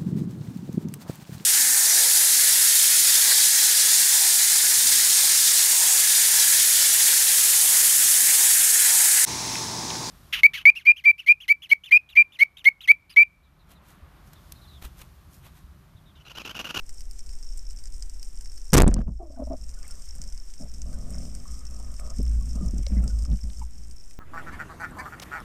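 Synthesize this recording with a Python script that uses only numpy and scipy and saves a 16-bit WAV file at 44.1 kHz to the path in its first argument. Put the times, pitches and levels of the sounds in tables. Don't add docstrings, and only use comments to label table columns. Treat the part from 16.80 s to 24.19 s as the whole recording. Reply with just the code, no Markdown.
import sys
import numpy as np
from scipy import signal
from scipy.fft import rfft, irfft
from scipy.io import wavfile
from scipy.ndimage import uniform_filter1d

SR = 44100
rng = np.random.default_rng(int(sys.argv[2]) if len(sys.argv) > 2 else 0)


def wrap_up_sound(samples):
    columns = np.atleast_2d(samples).T
    tamed = np.clip(columns, -1, 1)
    steps = np.round(tamed * 32767).astype(np.int16)
    wavfile.write(sys.argv[1], SR, steps)


def boost(x):
    u = np.asarray(x, float) / 20
    return 10 ** u


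N = 325899


def rms_one(x):
    return x / np.sqrt(np.mean(x ** 2) + 1e-20)


def evened(x, seconds):
    return x / np.sqrt(uniform_filter1d(x ** 2, int(seconds * SR)) + 1e-20)


def in_time(rows, **ends):
    s, *columns = np.transpose(rows)
    return [np.interp(np.arange(N) / SR, s, c, **ends) for c in columns]


def band(x, low_hz, high_hz, order=2):
    return signal.sosfilt(signal.butter(order, [low_hz, high_hz], "band", fs=SR, output="sos"), x)


def resonance(x, hz, width_hz):
    r = np.exp(-np.pi * width_hz / SR)
    poles = [1, -2 * r * np.cos(2 * np.pi * hz / SR), r * r]
    return signal.lfilter([(1 - r * r) / 2, 0, (r * r - 1) / 2], poles, x)


def coloured(x, points):
    hz, table = np.maximum(np.arange(513) * SR / 1024, 1), np.array(points)
    level_db = np.interp(np.log(hz), np.log(table[:, 0]), table[:, 1])
    cepstrum = irfft(np.log(boost(level_db)))
    cepstrum[1:512] *= 2
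    cepstrum[513:] = 0
    impulse = irfft(np.exp(rfft(cepstrum)))
    return signal.oaconvolve(x, impulse)[:len(x)]


def drift(rate_hz):
    steps = rng.standard_normal(400)
    return np.interp(np.arange(N) / SR * rate_hz, np.arange(400), steps)


def grains(per_s, spread_db):
    sizes_db = spread_db * np.minimum(rng.exponential(1, N), 3.6)
    sizes = boost(sizes_db) * rng.choice([-1, 1], N)
    return sizes * (rng.random(N) < per_s / SR) + 1e-18


def strokes(s, hold_s, level_db, rise_db_per_s, fall_db_per_s):
    t = np.arange(0, N + 32, 32)[:, None] / SR
    rise_db = rise_db_per_s * np.maximum(s - t, 0)
    fall_db = fall_db_per_s * np.maximum(t - s - hold_s, 0)
    db = level_db - rise_db - fall_db
    return np.interp(np.arange(N) / SR, t[:, 0], boost(db.max(axis=1)))


def struck(events):
    out, t = np.zeros(N + 8192), np.arange(8192) / SR
    for s, level_db, hz, t60_s in events:
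        i = round(s * SR)
        settle_s = .4 / hz * (1 - np.exp(-t / .008))
        swell = 1 - np.exp(-t * hz / 0.78)
        decay = boost(level_db - 60 * t / max(t60_s, .003))
        out[i:i + 8192] += swell * decay * np.sin(2 * np.pi * hz * (t + settle_s))
    return out[:N]


# t/s, level/dB
FLOW = [(0.0, -38), (0.4, -35.5), (0.68, -31), (1.2, -35), (1.43, -30), (1.8, -35), (2.15, -27),
        (2.5, -44.5), (2.94, -34), (3.1, -39), (3.99, -36), (4.7, -40), (5.05, -37.5), (5.35, -32),
        (5.86, -28.5), (6.19, -38), (6.7, -42), (7.1, -45.5)]
# t/s, hold/s, level/dB
JOLTS = [(0.2, 0.16, -51.5), (0.48, 0.033, -42.5), (.72, 0.2, -52), (1.023, 0.37, -49), (1.55, 0.23, -50),
         (2.023, 0.047, -25.5), (2.222, 0.16, -35), (2.406, 0.14, -45), (2.626, 0.1, -34.5),
         (2.782, 0.15, -41), (3.014, 0.15, -50), (3.283, 0.27, -44.5), (3.702, 0.03, -63),
         (3.843, 0.19, -43), (4.025, 0.067, -36), (4.156, 0.052, -37.5), (4.318, 0.078, -34.5),
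         (4.47, 0.12, -40.5), (4.709, 0.037, -33.5), (4.83, 0.93, -39), (5.392, 0.074, -24.5),
         (5.478, 0.12, -22), (5.63, 0.15, -30), (5.77, 0.036, -26), (5.872, .012, -23),
         (5.955, 0.026, -24.5), (5.999, 0.064, -25.5), (6.09, .01, -37), (6.132, 0.0087, -19.5),
         (6.174, 0.031, -17.5), (6.237, 0.01, -20), (6.308, .02, -25.5), (6.34, 0.016, -21),
         (6.375, 0.063, -24), (6.511, 0.026, -19), (6.637, 0.049, -28.5), (6.787, 0.078, -32.5),
         (6.975, 0.16, -43)]


def water():
    surge_db = in_time(FLOW)[0] + 2.5 * drift(5.1)
    surge = band(rng.standard_normal(N + SR), 7.4, 33.4, order=4)[SR:]
    jolted = boost(-58) + strokes(*np.transpose(JOLTS), rise_db_per_s=401, fall_db_per_s=409)
    wander = rms_one(resonance(rng.standard_normal(N + SR), 1.9, 16.8)[SR:])
    wobble_hz = 55.4 + 6.1 * wander
    phase = 2 * np.pi * np.cumsum(wobble_hz) / SR
    wobble = np.sin(phase) + boost(-23.5) * np.sin(2 * phase)
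    calm_start = np.minimum(np.arange(N) / SR / .04, 1)
    return calm_start * (boost(surge_db) * evened(surge, 0.13) + jolted * evened(wobble, 0.062))


# t/s, level/dB
CRACKLE = [(0.0, -56), (0.7, -53), (1.15, -55.5), (1.92, -54.5), (2.23, -69.5), (2.39, -69), (2.76, -57.5),
           (3.27, -51.5), (3.6, -55), (4.3, -53.5), (4.45, -50), (5.06, -54), (5.95, -52), (6.52, -53),
           (7.02, -58), (7.39, -60)]
# t/s, peak level/dB, upper ring re peak/dB
SNAPS = [(0.093, -24, -17), (0.207, -26.5, -13), (0.311, -29, -8.5), (0.3915, -26.5, -27),
         (0.492, -31.5, -35), (0.7744, -32.5, -4), (0.9068, -27.5, -15), (0.6275, -33, -15),
         (1.056, -28.5, -32), (1.2241, -24.5, -33), (1.429, -25, -12), (1.609, -27, -11), (1.778, -27, -14),
         (1.933, -10.5, -7.5), (3.079, -31, -7), (3.1092, -28, -7), (3.3518, -33, -7), (3.417, -23.5, -32),
         (3.7378, -29, -35), (4.018, -25, -37), (4.3045, -31, -4), (4.5505, -26.5, -10),
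         (5.198, -31.5, -2.5), (5.3032, -26.5, -36), (5.428, -36.5, -1), (5.983, -30, -30),
         (6.0643, -39, -20), (6.24, -34, -2), (6.278, -24.5, -41), (6.4506, -25.5, -41), (7.111, -33, -15)]
# t/s, peak level/dB
MORE_SNAPS = [(0.5338, -33.5), (0.988, -31.5), (1.072, -28.5), (1.297, -30.5), (1.507, -41),
              (1.658, -29.5), (1.7183, -32), (2.8383, -36), (2.892, -30.5), (3.0293, -30), (3.221, -32),
              (3.4712, -40), (3.5243, -29), (3.577, -30), (3.8193, -38), (4.1288, -31.5), (4.453, -32),
              (4.742, -31), (4.853, -31.5), (5.2648, -33), (5.384, -31.5), (5.4641, -36), (6.388, -28.5),
              (6.559, -34), (7.3088, -32.5), (0.191, -39), (0.4623, -35), (0.526, -38), (0.5871, -35),
              (0.7343, -39), (0.9303, -41), (1.039, -30), (1.1228, -33), (1.3428, -37), (1.574, -34),
              (1.8163, -36), (1.921, -27), (2.5218, -42), (2.7738, -42), (2.94, -35), (3.1972, -40),
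              (3.2596, -40), (3.4386, -28), (3.6218, -43), (3.9166, -37), (3.9391, -30.5), (4.214, -42),
              (4.4918, -43), (4.5712, -38), (4.653, -43), (5.1404, -30), (5.5145, -38), (5.756, -32),
              (6.303, -33), (6.423, -32), (6.638, -31.5), (6.7328, -34), (6.795, -31.5), (6.9493, -48),
              (7.0363, -39)]
# f/Hz, density/dB per Hz
HOUSING = [(1760, -48.5), (3000, -15.5), (4280, -19.5), (5050, -2.5), (5390, 0), (5840, -1), (6840, -5.5),
           (8060, -1.5), (8610, -2), (10700, -25), (11600, -22), (13400, -15.5), (14000, -21), (14500, -32)]


def shrimp():
    gain = boost(in_time(CRACKLE)[0])
    t = np.arange(600) / SR
    echo_decay = boost(-60 * t / 0.019)
    far = 0.086 * rng.standard_normal(N) * boost(3.1 * drift(27.0))
    # low/Hz, high/Hz, level/dB
    for low_hz, high_hz, db in ((1500, 22000, -3), (7200, 11500, 0), (10700, 21000, -7), (5000, 6100, 3.5)):
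        echoes = band(rng.standard_normal(600) * echo_decay, low_hz, high_hz, order=1)
        snaps = grains(200.0 * boost(5.5 * drift(10.0)), spread_db=7.5)
        far += signal.oaconvolve(snaps, 0.033 * boost(db) * echoes)[:N]

    common_upper_db = -19
    s, peak_db, upper_db = np.transpose(SNAPS + [(s, db, common_upper_db) for s, db in MORE_SNAPS])
    near = np.zeros((2, N + 600))
    near_decay = boost(-60 * t / 0.0067) + boost(-14 - 60 * t / 0.094)
    puffs = rng.standard_normal((len(s), 600))
    for i, low_db, high_db, puff in zip((s * SR).astype(int), peak_db, peak_db + upper_db, puffs):
        near[:, i:i + 600] += boost([[low_db + 7], [high_db + 12]]) * puff / puff[:60].std() * near_decay
    near = band(near[0], 1500, 5100, order=1) + band(near[1], 6930, 14000)
    through_wall = boost(-20.5) * band(near[:N], 1300, 4200)
    return gain * rms_one(coloured(far, HOUSING)) + coloured(near[:N], HOUSING) + through_wall


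TRIGGER_S = 1.927


def recovery():
    since_s = np.arange(N) / SR - TRIGGER_S
    ducked = np.clip(1 - 1.09 * np.exp(-(since_s / 0.78) ** 2), .05, 1)
    return np.where(since_s > 0, ducked, 1)


# f/Hz, density/dB per Hz
SELF_NOISE = [(60, -25.5), (90, 1), (134, -1), (228, -4), (500, -12), (1050, -17.5), (2230, -19),
              (4200, -26), (14000, -25.5)]


def preamp():
    hiss = rms_one(coloured(rng.standard_normal(N), SELF_NOISE))
    return 2 * boost(-66.5) * recovery() * hiss


# t/s, level/dB
RECOIL = [(1.927, -53), (1.932, 5), (1.95, 11.5), (1.962, 11.5), (1.98, 7), (2.0, 24), (2.02, 22.5),
          (2.05, 7), (2.066, 7), (2.073, -1), (2.079, -11), (2.083, -16.5), (2.088, -15), (2.092, -16),
          (2.097, -16), (2.102, -32), (2.112, -40)]
# t/s, level/dB
SHUDDER = [(1.926, -54.5), (1.932, -9), (1.951, -6.5), (1.962, -1.5), (1.979, -5.5), (1.992, -12),
           (2.062, -28), (2.079, -21.5), (2.112, -46)]
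# t/s, length/s
JERKS = [(1.929, .0043), (1.9355, .0033), (1.9405, .006), (1.9498, .001), (1.9522, .0013), (1.9562, .0109),
         (1.972, .0039), (1.9777, .0055), (1.9854, .0015), (1.9882, .0008), (1.9995, .0037),
         (2.0039, .0089), (2.0202, .0005), (2.034, .009), (2.0657, .0089), (2.0766, .0028), (2.0824, .0009),
         (2.0872, .0013), (2.0905, .002), (2.102, .01)]
# t/s, hold/s, level/dB
CHATTER = [(1.9325, 0.054, -14), (1.933, .0008, -1.5), (1.9397, 0.0016, 5), (1.9435, 0.0017, 3),
           (1.95, 0.0011, -2), (1.967, .0006, -9.5), (1.9725, .0006, -5), (1.9794, 0.0028, 4.5),
           (1.976, 0.00068, -4), (1.9871, .0006, -12.5), (2.0203, 0.00025, 1.5), (2.084, .001, -41)]


def shot():
    recoil_db, shudder_db = (in_time(c, left=-150, right=-150)[0] for c in (RECOIL, SHUDDER))
    reversals_s = [edge for s, length in JERKS for edge in (s, s + length)]
    half_turns = np.interp(np.arange(N) / SR, reversals_s, np.arange(len(reversals_s)))
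    recoil = -boost(recoil_db) * np.sin(np.pi * half_turns)
    shudder = rms_one(band(resonance(rng.standard_normal(N), hz=156, width_hz=89), 36.4, 510))
    white = rng.standard_normal(N)
    chatter = rms_one(coloured(white, HOUSING) + 1.07 * resonance(white, 1200, 900))
    bursts = strokes(*np.transpose(CHATTER), rise_db_per_s=14997, fall_db_per_s=8998)
    return boost(shudder_db) * shudder + bursts * chatter + recoil


# t/s, peak level/dB, centre f/Hz
RATTLE = [(2.0789, -15.5, 7700), (2.087, -33, 1100), (2.098, -43, 1200), (2.115, -37, 1200),
          (2.127, -40, 1000), (2.141, -20, 6200), (2.141, -40, 1970), (2.165, -33.5, 890),
          (2.181, -41, 1080), (2, -37, 1080), (2.204, -44, 1075), (2.213, -41, 1000), (2.278, -42, 740),
          (2.278, -57, 1700), (2.292, -48, 630), (2.674, -55, 656), (5.195, -39.5, 1800), (5.402, -43, 410),
          (6.066, -26, 4740), (6.067, -47, 1400), (6.518, -43, 3100), (6.531, -47.5, 2000),
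          (6.701, -44.5, 2600), (6.12, -48, 1700), (5.0, -44, 630), (7.311, -45, 2210), (2.079, -28, 2800),
          (2.141, -24.5, 8550), (2.103, -43, 7000), (2.11, -40, 7200), (2.114, -45, 5500),
          (2.165, -48, 5340), (2.19, -48, 5000), (2.205, -53, 5500), (2.214, -54, 5500), (2.291, -53, 5600),
          (2.109, -50, 1800), (2.158, -53, 2100), (6.132, -52, 2200), (6.199, -55, 2400), (6.59, -50, 2000),
          (6.701, -46, 4280), (5.466, -47, 2500), (5.511, -53, 1200), (5.548, -54, 1500), (5.97, -53, 1200),
          (6.032, -48, 2200), (2.166, -48, 2000), (2.19, -47, 1900), (2.206, -50, 2000), (2.215, -54, 1900),
          (2.116, -48, 1900), (2.086, -42, 6000), (3.3, -52, 1900), (3.046, -49, 1400), (3.7, -51, 3000),
          (2.896, -58, 2000), (2.728, -58, 1900)]


def rattle():
    out, t = np.zeros(N), np.arange(1500) / SR
    for (s, peak_db, hz), puff in zip(RATTLE, rng.standard_normal((len(RATTLE), 1500))):
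        span = 1.6 ** min(2200 / hz, 1) ** 0.74
        decay = boost(-60 * t * hz / 15.0 / (1 + hz / 4000))
        tick = band(puff * decay, hz / span, hz * span, order=3)
        i = round(s * SR)
        out[i:i + 1500] += boost(peak_db) * tick / np.abs(tick).max()
    return out


def rocking():
    since_s = np.arange(N) / SR - 2.0866
    hold_s, fall_db_per_s = 0.1, 250.5
    level_db = -19 - fall_db_per_s * np.maximum(since_s - hold_s, 0)
    return (since_s > 0) * boost(level_db) * np.sin(2 * np.pi * 42 * since_s)


# t/s, hold/s, barrel level/dB, stock level/dB, fitting level/dB
RUB = [(2.09, 0.11, -30, -42.5, -63), (2.278, 0.012, -31, -50.5, -73), (2.784, 0.092, -56, -66, -73),
       (2.9, 0.31, -60.5, -64, -65), (3.355, 0.13, -53, -62.5, -72), (3.809, 0.038, -43.5, -48.5, -66),
       (3.93, 0.15, -51.5, -65, -80), (4.062, 0.3, -43.5, -54, -60.5), (4.277, 0.2, -41, -52, -63),
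       (4.468, 0.17, -47, -60.5, -66), (4.668, 0.18, -51.5, -66, -57.5), (4.901, 0.24, -50.5, -59, -58),
       (5.202, 0.12, -50.5, -50.5, -51.5), (5.393, 0.012, -31, -59, -76), (5.43, 0.36, -43.5, -63, -71),
       (5.759, 0.035, -42, -49.5, -53.5), (5.812, 0.077, -36.5, -51, -57), (5.94, 0.057, -34.5, -55, -69),
       (6.108, 0.18, -37, -50, -62.5), (6.28, 0.18, -46, -60.5, -64), (6.482, 0.048, -38, -51.5, -63),
       (6.646, 0.065, -47.5, -61, -71), (6.775, 0.051, -49, -68, -66), (6.894, 0.22, -56, -94, -99)]
# f/Hz, width/Hz, level/dB
STOCK = [(160.3, 58.4, 2), (226.3, 32.3, 1), (576, 180, -4), (1167, 220, -8.5), (1239, 42.2, -11.5),
         (88.6, 31, -0.5), (335, 56, -20.5)]


def rubbing():
    s, hold_s, barrel_db, stock_db, fitting_db = np.transpose(RUB)
    efforts_db = [barrel_db - 6.5, barrel_db - 7.0, stock_db, fitting_db, fitting_db,
                  barrel_db - 4.0, barrel_db]
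    slips = grains(1700.0 * boost(3.3 * drift(25.0)), spread_db=4.5)
    out = np.zeros(N)
    for (hz, width_hz, level_db), effort_db in zip(STOCK, efforts_db):
        ringing = resonance(slips, hz, width_hz)
        ringing = band(ringing, hz - 1.2 * width_hz, hz + 1.2 * width_hz, order=3)
        gain = strokes(s, hold_s, effort_db + level_db, rise_db_per_s=796, fall_db_per_s=400)
        out += gain * evened(ringing, 0.041)
    return out


# t/s, peak level/dB, f/Hz, t60/s
KNOCKS = [(2.115, -32, 190, 0.032), (2.163, -14, 198, 0.046), (2.187, -14.5, 192, 0.067),
          (2.208, -26, 193, 0.035), (2.277, -20, 187, 0.07), (3.798, -38.5, 249, 0.13),
          (5.39, -19, 182, 0.059), (5.398, -19, 340, 0.019), (5.811, -26.5, 262, 0.032),
          (5.968, -26, 150, 0.054), (6.012, -30, 228, .04), (5.754, -21.5, 180, 0.055),
          (5.826, -17.5, 165.5, 0.093), (5.935, -14.5, 186, 0.024), (6.117, -20.5, 190, 0.12),
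          (6.167, -20, 183, 0.13), (6.48, -35, 124, 0.049), (6.508, -19, 128, 0.117),
          (6.53, -20, 183, 0.079), (6.635, -33, 188, 0.11), (3.398, -29, 102, 0.046), (5.77, -27, 95, .1),
          (5.94, -22, 90, .1), (6.245, -17, 150, 0.046), (2.1635, -27, 483, .02), (2.1885, -29, 500, .02),
          (2.114, -31, 480, .02), (2.21, -31, 450, .02), (6.99, -42, 104, 0.13)]
# t/s, peak level/dB, f/Hz, t60/s
BLIPS = [(2.56, -59, 1470, 0.071), (2.97, -55.5, 1450, 0.15), (3.1, -54, 1380, 0.12),
         (4.135, -54, 1500, 0.12), (4.655, -41, 1120, 0.029), (5.61, -51, 1095, 0.088),
         (5.81, -48, 1194, 0.13), (6.068, -32, 530, 0.033), (6.065, -37, 2160, .015),
         (6.169, -48, 2020, 0.073), (6.235, -47, 1330, 0.075), (6.3, -51, 1450, 0.095),
         (6.455, -36, 1190, 0.0094), (6.828, -40, 930, 0.024), (6.837, -55, 960, 0.03)]


def knocks():
    return band(struck(KNOCKS), 38, 890) + band(struck(BLIPS), 240, 4000)


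# t/s, hold/s, lower ring level/dB, lower f/Hz, upper f/Hz
CREAKS = [
    (2.403, 0.042, -47.5, 364.6, 720),
    (2.447, .008, -51, 342, 669),
    (2.459, 0.019, -53.5, 331.5, 623),
    (2.5, 0.0089, -52.5, 282, 601),
    (2.524, 0.023, -56, 280, 667),
    (2.571, 0.012, -45, 252, 705),
    (2.598, 0.0073, -35.5, 254, 644),
    (2.61, 0.023, -38, 275, 610),
    (2.673, 0.007, -42.5, 236, 622),
    (2.708, 0.033, -35, 274.8, 666),
]


def creak():
    s, hold_s, level_db, low_hz, high_hz = np.transpose(CREAKS)
    gain = strokes(s, hold_s, level_db, rise_db_per_s=1999.5, fall_db_per_s=1104)
    sag = 1 - 1.98 * hold_s
    edges_s = np.ravel([s, s + hold_s], "F")
    out = np.zeros(N)
    for start_hz, rough, ring_db in ((low_hz, .5, 2.0), (high_hz, .75, 1)):
        hz = np.interp(np.arange(N) / SR, edges_s, np.ravel([start_hz, start_hz * sag], "F"))
        grip = 1 + rough * rms_one(band(rng.standard_normal(N), 14.2, 76.6))
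        out += boost(ring_db) * gain * grip * np.sin(2 * np.pi * np.cumsum(hz) / SR)
    rasp = rms_one(band(rng.standard_normal(N), 760, 1206, order=3))
    return out + boost(-18.5) * gain * rasp


# t/s, level/dB
SWISH = [(2.85, -79), (2.95, -70), (3.01, -69), (3.045, -59), (3.09, -63.5), (3.15, -68), (4.2, -80),
         (4.35, -63), (4.5, -70), (6.08, -70), (6.18, -59.5), (6.35, -79)]


def swish():
    births, dealt = grains(350.0, spread_db=1.0), rng.integers(0, 8, N)
    rings = np.zeros(N)
    for k, hz in enumerate(np.geomspace(800, 3200, 8)):
        rings += resonance(births * (dealt == k) + 1e-18, hz, hz / 11.5)
    level_db = in_time(SWISH, left=-120, right=-120)[0]
    return boost(level_db) * rms_one(band(rings, 700, 2500))


# multiple of f, level/dB
PLOP_OVERTONES = [(2.5, -21), (3.1, -26)]


def plop():
    from_hz, to_hz, glide_s, rise_s = 1300, 858, 0.004, 0.0083
    t = np.maximum(np.arange(N) / SR - 6.812, 0)
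    turns = to_hz * t + (from_hz - to_hz) * glide_s * (1 - np.exp(-t / glide_s))
    tone = np.sin(2 * np.pi * turns)
    for multiple, db in PLOP_OVERTONES:
        tone = tone + boost(db) * np.sin(2 * np.pi * multiple * turns)
    swell = (t / rise_s * np.exp(1 - t / rise_s)) ** 3.7
    return boost(-38.5) * tone * swell


def scene():
    gun = shot() + rattle() + rocking() + rubbing() + knocks() + creak() + plop()
    return (water() + shrimp() + preamp() + gun + swish())[None]


def low_pass(x):
    return signal.sosfilt(signal.butter(12, 15400, fs=SR, output="sos"), x)


def record(dry):
    rail, ceiling = .263, .37
    railed = np.clip(dry - 0.02 * recovery(), -rail, rail)
    excess = dry - np.clip(dry, -rail, rail)
    railed = railed + boost(-27.5) * np.tanh(band(excess, 1700, 16000))
    top_cut = signal.cheby2(9, 30, 14450, fs=SR, output="sos")
    mix = signal.sosfilt(top_cut, railed).clip(-ceiling, ceiling)
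    return low_pass(mix)


dry = scene()
out = record(dry)
wrap_up_sound(out)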